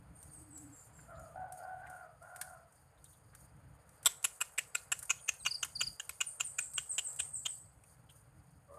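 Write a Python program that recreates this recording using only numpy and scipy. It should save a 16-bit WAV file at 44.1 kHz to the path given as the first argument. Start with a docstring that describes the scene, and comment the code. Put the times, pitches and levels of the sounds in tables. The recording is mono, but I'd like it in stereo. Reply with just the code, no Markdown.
"""Cat eating corn on a porch

A cat nibbles a corn cob: kernel skins crack in small wet ticks and the lips pop softly. Then comes a
quick run of loud, close tongue smacks, each a wet seal tearing open and ringing the mouth over tiles.
Around the yard two small birds whistle and chip, and a far rooster crows in hoarse, arching tones.
Underneath lie a faint hoot, thin insects, a low rumble and a hiss that swells with every bright sound."""
import sys
import numpy as np
from scipy import signal
from scipy.fft import rfft, irfft, next_fast_len
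from scipy.io import wavfile
from scipy.ndimage import uniform_filter1d, minimum_filter1d

SR = 44100
rng = np.random.default_rng(int(sys.argv[2]) if len(sys.argv) > 2 else 0)


def wav_out(sig):
    """Save sig, one row per channel (or a flat mono array), as 16-bit PCM at SR to the path in sys.argv[1]."""
    wavfile.write(sys.argv[1], SR, np.round(np.clip(np.atleast_2d(sig).T, -1, 1) * 32767).astype(np.int16))


N = 387374
TIME = np.arange(N) / SR

# Levels in the tables are relative: each layer has its own gain in the mix.
# Tongue smacks: (snap time [s], lead-in [s], hold [s], level [dB], middle resonance [Hz],
# upper resonance [Hz], low resonance against the middle one [dB], brightness [dB])
TONGUE_SMACKS = [(4.058, 0.00084, 0.012, -27, 3400, 7900, -9.5, 10.5),
                 (4.2431, 0.0017, 0.0087, -37.5, 2670, 7450, -8.5, 19),
                 (4.4126, .008, 0.0073, -36.5, 2590, 7760, -0.5, 9),
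                 (4.582, 0.0046, 0.0085, -33, 2470, 7840, -6, -1),
                 (4.75, .004, 0.0047, -36, 2370, 7660, -3.5, 3.5),
                 (4.918, 0.00079, 0.0095, -35.5, 2580, 7460, -2.5, 9),
                 (5.1035, 0.0096, 0.0057, -30, 2510, 6700, -7.5, -4.5),
                 (5.29, 0.012, 0.0041, -31, 2600, 6500, -20.5, -9.5),
                 (5.462, .012, 0.0067, -30, 2660, 6030, -7, -27.5),
                 (5.6295, .003, 0.0045, -36, 2810, 6630, -6.5, 0),
                 (5.812, .007, 0.0049, -32, 2740, 6740, -9, -16),
                 (5.997, 0.00086, 0.0048, -43, 2980, 6950, -3.5, -6.5),
                 (6.093, 0.00028, 0.0013, -47.5, 2350, 8060, -5, 14),
                 (6.211, .007, 0.0037, -32, 2640, 6950, -7, -13.5),
                 (6.407, 0.0094, .003, -35, 2710, 6950, -7.5, 0),
                 (6.5884, 0.0049, 0.0017, -37.5, 2540, 7000, -6, 5.5),
                 (6.781, 0.0053, 0.0022, -35.5, 2820, 7300, -9, -8),
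                 (6.981, 0, 0.013, -34.5, 2900, 7300, -46, 1),
                 (7.2, 0.0098, 0.0036, -38.5, 2930, 7400, -12, 3),
                 (7.46, .008, 0.0049, -34.5, 3110, 6960, -15, -17)]
# Low, middle, upper and top resonance of the mouth: (width [Hz])
MOUTH_WIDTHS = [756, 700, 1190, 1370]
# Wide, wet splash of a smack: (frequency [Hz], level [dB])
SPLASH_EQ = [(150, -10), (330, -23), (430, -5), (800, -4.5), (1300, -4.5), (2000, 4.5), (3000, 2),
             (4500, -1), (7500, 5.5), (10000, -9), (14000, -9)]
# Teeth on kernels: (time [s], bright level [dB], dull level [dB])
KERNEL_TICKS = [(0.2279, -50.5, -75), (0.5758, -49.5, -76), (1.1958, -59, -68), (1.5225, -47.5, -57),
                (1.87, -63, -69), (1.8995, -55, -70), (2.225, -60, -74), (2.3612, -48.5, -50),
                (2.4132, -38, -36), (2.723, -63, -80), (3.0423, -51.5, -75), (3.3497, -53.5, -55.5),
                (3.892, -60.5, -74.5), (4.0298, -52.5, -58.5), (4.049, -45.5, -50.5), (4.228, -47, -59),
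                (4.9908, -41, -62.5), (5.027, -39.5, -61), (5.054, -47, -66), (5.338, -52, -55),
                (5.647, -43, -39.5), (6.736, -47.5, -62), (7.13, -49, -72), (7.162, -46.5, -74),
                (7.8376, -58.5, -75), (8.0984, -61.5, -70), (8.74, -71, -66)]
# Bright edge and dull body of a tick: (frequency [Hz], level [dB])
TICK_BRIGHT_EQ = [(3000, -20), (5000, -12), (7000, -4.5), (8900, 7.5), (11000, -3), (13000, -7),
                  (14500, -16)]
TICK_DULL_EQ = [(300, -25), (900, -2), (1500, 8), (2100, 0.5), (2700, -3), (3800, -6), (5500, -5.5)]
# Soft pops of the chewing mouth: (time [s], resonance [Hz], level [dB])
LIP_POPS = [(.985, 1530, -65.5), (1.149, 3940, -79), (1.86, 1940, -62.5), (2.972, 3730, -82),
            (3.047, 3660, -74.5), (3.129, 3500, -78.5), (3.33, 1540, -68), (4.765, 4200, -59.5),
            (5.019, 1400, -60.5), (5.184, 3160, -68.5), (7.831, 2400, -76), (8.089, 3100, -66.5)]
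# First bird, three phrases of thin whistles: (time [s], top pitch [Hz], level [dB])
WHISTLE_NOTES = [(0.143, 8950, -54.5), (.304, 8750, -49.5), (0.503, 8110, -49), (.713, 7640, -54.5),
                 (0.928, 7560, -59.5), (1.14, 7100, -66), (5.199, 9200, -50), (5.386, 8550, -47),
                 (5.559, 8250, -54), (6.26, 9380, -35.5), (6.44, 9060, -35), (6.595, 8710, -34.5),
                 (6.74, 8630, -34), (6.891, 8610, -31), (7.042, 8610, -33), (7.186, 8650, -32.5),
                 (7.331, 8600, -33), (7.48, 8660, -36)]
# A louder whistle is shorter and falls farther: (level [dB], length [s], fall [share of top pitch])
WHISTLE_BY_LEVEL = [(-54, 0.11, 0.079), (-37, .044, 0.23)]
# Second bird, quick chips: (time [s], top pitch [Hz], level [dB])
CHIP_NOTES = [(5.396, 4500, -65.5), (5.433, 5050, -57), (5.468, 5140, -42), (5.506, 5280, -38.5),
              (5.541, 5310, -37.5), (5.751, 5170, -39), (5.79, 5190, -40), (5.825, 5330, -37),
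              (5.863, 5320, -39)]
# Rooster syllables, one whole crow and the start of the next:
# (time [s], length [s], top pitch [Hz], place of the pitch peak [0-1], fundamental [dB], octave [dB])
CROW_SYLLABLES = [(1.07, 0.27, 666, 0.3, -53, -56), (1.34, .23, 739.3, 0.42, -43.5, -56),
                  (1.578, 0.25, 746.3, 0.57, -45, -54), (1.779, .33, 746, .15, -50.5, -52.5),
                  (2.207, .42, 713.4, .45, -54, -56), (8.678, 0.27, 602, 0.6, -52.5, -58)]
# Course of the low hoot: (time [s], pitch [Hz], level [dB])
HOOT_CURVE = [(.15, 290, -97), (.3, 303, -76), (.42, 297, -63), (.58, 293.5, -61), (.68, 293, -58.5),
              (.76, 282, -74)]
# Noise beds of insects, rumble, neighbourhood air and fine hiss: (frequency [Hz], level [dB])
INSECT_EQ = [(3800, -34), (4400, -3), (4780, 0), (5150, -7.5), (5900, -32)]
RUMBLE_EQ = [(12, -56), (20, -34), (34, -23.5), (54, -3.5), (91, -4), (129, -1.5), (147, -3.5), (241, -21),
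             (312, -15.5), (336, -26), (380, -42), (490, -85.5), (840, -120)]
AIR_EQ = [(220, -48.5), (370, -19), (430, -4), (693, -4), (750, -3), (1100, -7.5), (1340, -6),
          (3410, -24.5), (3730, -28.5), (4000, -26.5), (5200, -32), (8800, -120)]
HISS_EQ = [(1000, -55.5), (2800, -30), (3900, -26), (4750, -16.5), (5600, -19.5), (6400, -10.5),
           (6740, -0.5), (7100, -12.5), (8200, -6), (9150, 5.5), (10400, -8), (12400, -21.5), (13000, 0.5),
           (13400, -13.5), (14400, -14)]
# Fader rides of the rumble and the air: (time [s], level [dB])
RUMBLE_RIDE = [(0.0, -57), (0.02, -56), (0.59, -60), (0.61, -59), (0.83, -66), (0.88, -57.5), (2.64, -67),
               (3.76, -60), (3.99, -68.5), (4.01, -61), (4.15, -69.5), (5.72, -65), (5.84, -56.5),
               (5.97, -69), (8.39, -61), (8.78, -63.5)]
AIR_RIDE = [(0, -68.5), (1, -67.5), (2.9, -72), (3.7, -70), (4, -67.5), (6.8, -70), (7.1, -65.5),
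            (7.4, -71.5), (8.78, -72.5)]
# How the hiss follows bright sounds: (treble level [dB], swell [dB])
SWELL_CURVE = [(-82.5, -16.5), (-62, -7), (-45.5, -2), (-25, -1)]
# Echo tail of the yard: (frequency [Hz], time to fall 60 dB [s])
YARD_DECAY = [(200, .4), (800, .55), (2800, .27), (5000, .34), (8000, .44), (14000, .22)]


def amp(db):
    """Decibels to gain."""
    return 10 ** (np.asarray(db) / 20)


def unit_rms(x):
    """Scales to rms 1."""
    return x / np.sqrt(np.mean(x ** 2) + 1e-20)


def at_hz(points, hz):
    """Reads a curve on a log-frequency axis."""
    f, value = np.transpose(points)
    return np.interp(np.log(hz + 1), np.log(f + 1), value)


def follow(rows):
    """The columns of a time curve at every sample."""
    s, *columns = np.transpose(rows)
    return [np.interp(TIME, s, c) for c in columns]


def add(mix, s, sound):
    """Mixes a sound in at time s."""
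    part = mix[max(round(s * SR), 0):][:len(sound)]
    part += sound[:len(part)]


def stereo(mid, side):
    """Mid and side to left and right."""
    return mid + side * np.array([[1], [-1]])


def equalise(x, eq):
    """Minimum-phase EQ: nothing rings ahead of an attack."""
    log_gain = np.log(amp(at_hz(eq, abs(np.fft.fftfreq(2048, 1 / SR)))))
    taps = np.fft.ifft(np.exp(np.conj(signal.hilbert(log_gain)))).real
    return signal.oaconvolve(x, taps)[:len(x)]


def noise(eq):
    """Steady noise with the given spectrum, rms 1."""
    size = next_fast_len(N)
    gain = amp(at_hz(eq, np.fft.rfftfreq(size, 1 / SR)))
    return unit_rms(irfft(rfft(rng.standard_normal(size)) * gain, size)[:N])


def wander(rate_hz):
    """Random modulation up to the given rate, rms 1; it holds still past its last knot."""
    knots = rng.standard_normal(4000)
    return unit_rms(np.interp(2 * rate_hz * TIME, np.arange(len(knots)), knots))


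def resonate(x, hz, width_hz):
    """A resonance applied twice, for steep skirts."""
    b, a = signal.iirpeak(min(hz, SR * .45), hz / width_hz, SR)
    return signal.lfilter(b, a, signal.lfilter(b, a, x))


def crackle(t, grain_db):
    """A wet film tearing: noise made of tiny bursts of uneven size."""
    grains = amp(grain_db * np.clip(rng.standard_normal(400), -2, 2))
    return rng.standard_normal(len(t)) * grains[np.arange(len(t)) // 16]


def tongue_smacks(rise_s=0.00021, snap_s=0.001, fall_s=0.0036, fizz_s=0.034, gain_db=-0.5):
    """Air leaks past the tongue, the seal tears open and the mouth rings; saliva fizzes on after."""
    out, size = np.zeros(N), 4410
    for s, lead, hold, db, middle_hz, upper_hz, low_db, bright_db in TONGUE_SMACKS:
        t = np.arange(size) / SR - lead
        after = np.maximum(t, 0)
        leak = amp(-7) * np.sqrt((t + lead) / (lead + 1e-4)) * (t < 0)
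        tear = (1 - np.exp(-after / rise_s)) * np.exp(-np.maximum(t - hold, 0) / fall_s)
        snap = 1 + amp(-2.5) * np.exp(-after / snap_s)  # the first instant is the sharpest
        drive = crackle(t, grain_db=3.5) * (leak + tear * snap)
        fizz = crackle(t, grain_db=7) * amp(-19.5) * np.exp(-after / fizz_s) * (t > 0)
        low_hz = 1550 * (1 + 0.13 * rng.standard_normal())
        mouth = [(low_hz, low_db), (middle_hz, 0),
                 (upper_hz, 1 + 0.33 * bright_db), (1.41 * upper_hz, bright_db - 11.5)]
        ring = sum(amp(db + part_db) * unit_rms(resonate(drive, hz, width))
                   for (hz, part_db), width in zip(mouth, MOUTH_WIDTHS))
        splash = amp(-5) * ring.std() * unit_rms(equalise(drive + fizz, SPLASH_EQ))
        add(out, s - lead, (ring + splash) * np.sqrt(.01 * SR / size))  # levels count over 10 ms
    return amp(gain_db) * out


def kernel_ticks(crack_s=0.0051, wet_db=-23, wet_s=0.021):
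    """A kernel skin breaks: a sharp tick and a short wet fizz."""
    out, t = np.zeros(N), np.arange(2205) / SR
    for s, bright_db, dull_db in KERNEL_TICKS:
        drive = crackle(t, grain_db=4) * (np.exp(-t / crack_s) + amp(wet_db) * np.exp(-t / wet_s))
        edge = amp(bright_db - 1) * unit_rms(equalise(drive, TICK_BRIGHT_EQ))
        body = amp(dull_db - 3) * unit_rms(equalise(drive, TICK_DULL_EQ))
        add(out, s, (edge + body) * np.sqrt(.005 / t[-1]))  # levels count over 5 ms
    return out


def lip_pops(length_s=0.035, width_hz=750):
    """Lips and tongue part softly and sound one resonance of the mouth."""
    out, u = np.zeros(N), np.linspace(0, 1, int(length_s * SR))
    for s, hz, db in LIP_POPS:
        parting = crackle(u, grain_db=3) * np.sin(np.pi * np.sqrt(u)) ** 2
        add(out, s, amp(db) * unit_rms(resonate(parting, hz, width_hz)))
    return out


def nibbles(per_s=36, gain_db=-58, spread_db=4, width_hz=1300, bands=9):
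    """Moist chewing: a sprinkle of tiny, high clicks of different pitch."""
    out = np.zeros(N)
    for hz in np.linspace(7000, 12500, bands):
        hits = rng.random(N) < per_s / bands / SR
        sizes = amp(np.minimum(spread_db * rng.exponential(1, N), 15))
        out += resonate(hits * sizes, hz, width_hz) * SR / (np.pi * width_hz)
    return out * amp(gain_db)


def bird_whistles(crest=0.097, bend=1.9, waver=0.012, flutter_db=4):
    """A small bird's thin, fluttering notes: each lifts briefly to its top and bends down."""
    out = np.zeros(N)
    pitch_waver = 1 + waver * wander(310)
    flutter = amp(flutter_db * wander(140))
    levels, lengths, falls = np.transpose(WHISTLE_BY_LEVEL)
    for s, top_hz, db in WHISTLE_NOTES:
        u = np.linspace(0, 1, int(np.interp(db, levels, lengths) * SR))
        now = slice(int(s * SR), int(s * SR) + len(u))
        droop = np.interp(db, levels, falls) * abs((u - crest) / (1 - crest)) ** bend
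        hz = top_hz * (1 - droop) * pitch_waver[now]
        envelope = np.sin(np.pi * u ** 0.81) * flutter[now]
        add(out, s, amp(db) * unit_rms(envelope * np.sin(2 * np.pi * np.cumsum(hz) / SR)))
    return out


def bird_chips(length_s=0.025, drop=0.2, linger=0.47, octave_db=-14, flutter_db=2):
    """A second bird's quick downward sweeps, lingering halfway, with a weak octave."""
    out, u = np.zeros(N), np.linspace(0, 1, int(length_s * SR))
    fall = u + linger * np.sin(2 * np.pi * u) / (2 * np.pi)
    for s, top_hz, db in CHIP_NOTES:
        phase = 2 * np.pi * np.cumsum(top_hz * (1 - drop * fall)) / SR
        tone = np.sin(phase) + amp(octave_db) * np.sin(2 * phase)
        add(out, s, amp(db) * unit_rms(np.sin(np.pi * u) * tone))
    return out * amp(flutter_db * wander(110))


def rooster(arch=0.0644, jitter=0.0317, rasp=0.6, attack_s=0.018, release_s=0.12, fade_db=-2):
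    """Hoarse syllables that arch in pitch; only two harmonics carry across the distance."""
    out = np.zeros(N)
    unsteady = 1 + jitter * wander(60)
    uneven = amp(-13) * wander(80)  # uneven pulses put a weak tone between the harmonics
    throat = amp(-18) * unit_rms(resonate(rng.standard_normal(N), hz=1660, width_hz=800))
    for s, length, top_hz, peak, first_db, octave_db in CROW_SYLLABLES:
        now = (TIME >= s) & (TIME < s + length)
        t = TIME[now] - s
        hz = top_hz * (1 - arch * (2 * (t / length - peak)) ** 2)
        phase = 2 * np.pi * np.cumsum(hz * unsteady[now]) / SR
        upper = np.sin(2 * phase) + uneven[now] * np.sin(1.5 * phase) + throat[now]
        gate = np.minimum(np.minimum(t / attack_s, (length - t) / release_s), 1)
        envelope = gate * amp(fade_db * t / length)
        out[now] += envelope * (amp(first_db) * np.sin(phase) + amp(octave_db) * upper)
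    return np.sqrt(2) * out * (1 + rasp * wander(150))


def hoot(jitter=0.046, flutter_db=3, fade_s=0.019):
    """A soft, unsteady far tone."""
    hz, db = follow(HOOT_CURVE)
    tone = np.sin(2 * np.pi * np.cumsum(hz * (1 + jitter * wander(33.7))) / SR)
    start, end = HOOT_CURVE[0][0], HOOT_CURVE[-1][0]
    gate = np.clip(np.minimum(TIME - start, end - TIME) / fade_s, 0, 1)
    return np.sqrt(2) * amp(db + flutter_db * wander(20.3)) * tone * gate


def insects(swell_db, gain_db=-81, throb_db=4):
    """Many far insects merge into one softly throbbing band, which swells a little with the hiss."""
    return noise(INSECT_EQ) * amp(gain_db + 0.56 * swell_db + throb_db * wander(25))


def ambience(swell_db, lumps_db=2.5, hiss_db=-59.5, flicker_db=2):
    """Lumpy low rumble, the air of the neighbourhood, and a slightly wide hiss that swells and sinks."""
    rumble = noise(RUMBLE_EQ) * amp(follow(RUMBLE_RIDE)[0] - 1 + lumps_db * wander(9))
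    air = noise(AIR_EQ) * amp(follow(AIR_RIDE)[0] + .8 * wander(10))
    hiss = stereo(noise(HISS_EQ), amp(-12) * noise(HISS_EQ))
    return rumble + air + hiss * amp(hiss_db + swell_db + flicker_db * wander(37))


def swell(x, smooth_s=0.021, hold_s=0.047, fall_db_per_s=121.5):
    """Envelope follower: a gain in dB that rises with the treble of x, holds, and sinks in the pauses."""
    treble = signal.sosfilt(signal.butter(4, 3000, "high", fs=SR, output="sos"), x)
    treble_db = 10 * np.log10(abs(uniform_filter1d(treble ** 2, size=441)) + 1e-12)
    target = np.interp(treble_db, *np.transpose(SWELL_CURVE))
    size = int(hold_s * SR)
    held = -minimum_filter1d(-target, size, origin=(size - 1) // 2)
    fall = fall_db_per_s * TIME
    db = np.maximum.accumulate(held + fall) - fall
    pole = np.exp(-1 / (smooth_s * SR))
    return db[0] + signal.lfilter([1 - pole], [1, -pole], db - db[0])


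def tile_bounce(x, delay_s=0.0028, bounce_db=-10):
    """The hard floor returns a near sound a moment later."""
    return x + amp(bounce_db) * np.interp(TIME - delay_s, TIME, x, left=0)


def yard_echo(x, predelay_s=0.009, side_db=-17, wide_above_hz=4500):
    """Scattered echoes from walls and plants; only their treble differs between the ears."""
    taps = rng.standard_normal((2, SR)) * (rng.random((2, SR)) < .1) * (TIME[:SR] > predelay_s)
    hz, t, bands = signal.stft(taps, SR, nperseg=256)
    bands *= amp(-60 * t / at_hz(YARD_DECAY, hz)[:, None])
    bands[1] *= (hz > wide_above_hz)[:, None]
    tails = signal.istft(bands, SR, nperseg=256)[1]
    mid, side = signal.oaconvolve(x[None], tails / np.linalg.norm(tails[0]), axes=1)[:, :N]
    return stereo(mid, amp(side_db) * side)


def scene():
    """The cat sits close and almost dry; the farther a bird, the more of it is echo."""
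    smacks = tile_bounce(tongue_smacks())
    chewing = kernel_ticks() + lip_pops()
    whistles, chips, crow = bird_whistles(), bird_chips(), rooster()
    bright = smacks + chewing + amp(-9) * whistles + amp(-1.5) * chips
    swell_db = swell(bright)
    direct = bright + amp(-7) * crow + hoot()
    send = amp(-21.5) * smacks + amp(-15.5) * (chewing + chips) + amp(-11.5) * whistles + amp(-8) * crow
    return direct + yard_echo(send) + nibbles() * amp(swell_db) + ambience(swell_db) + insects(swell_db)


def record(dry, width_db=-19, wide_above_hz=6000, cutoff_hz=14450):
    """A phase shift widens the high treble slightly; a steep low-pass trims the top."""
    highpass = signal.butter(6, wide_above_hz, "high", fs=SR, output="sos")
    treble = signal.sosfilt(highpass, dry.mean(0))
    treble = signal.sosfilt(highpass, treble[::-1])[::-1]  # the backward pass cancels the delay
    side = amp(width_db) * signal.hilbert(treble, next_fast_len(N)).imag[:N]
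    lowpass = signal.firwin(255, cutoff_hz, window=("kaiser", 8), fs=SR)
    return signal.oaconvolve(stereo(dry, side), lowpass[None], "same")


dry = scene()
out = record(dry)
wav_out(out)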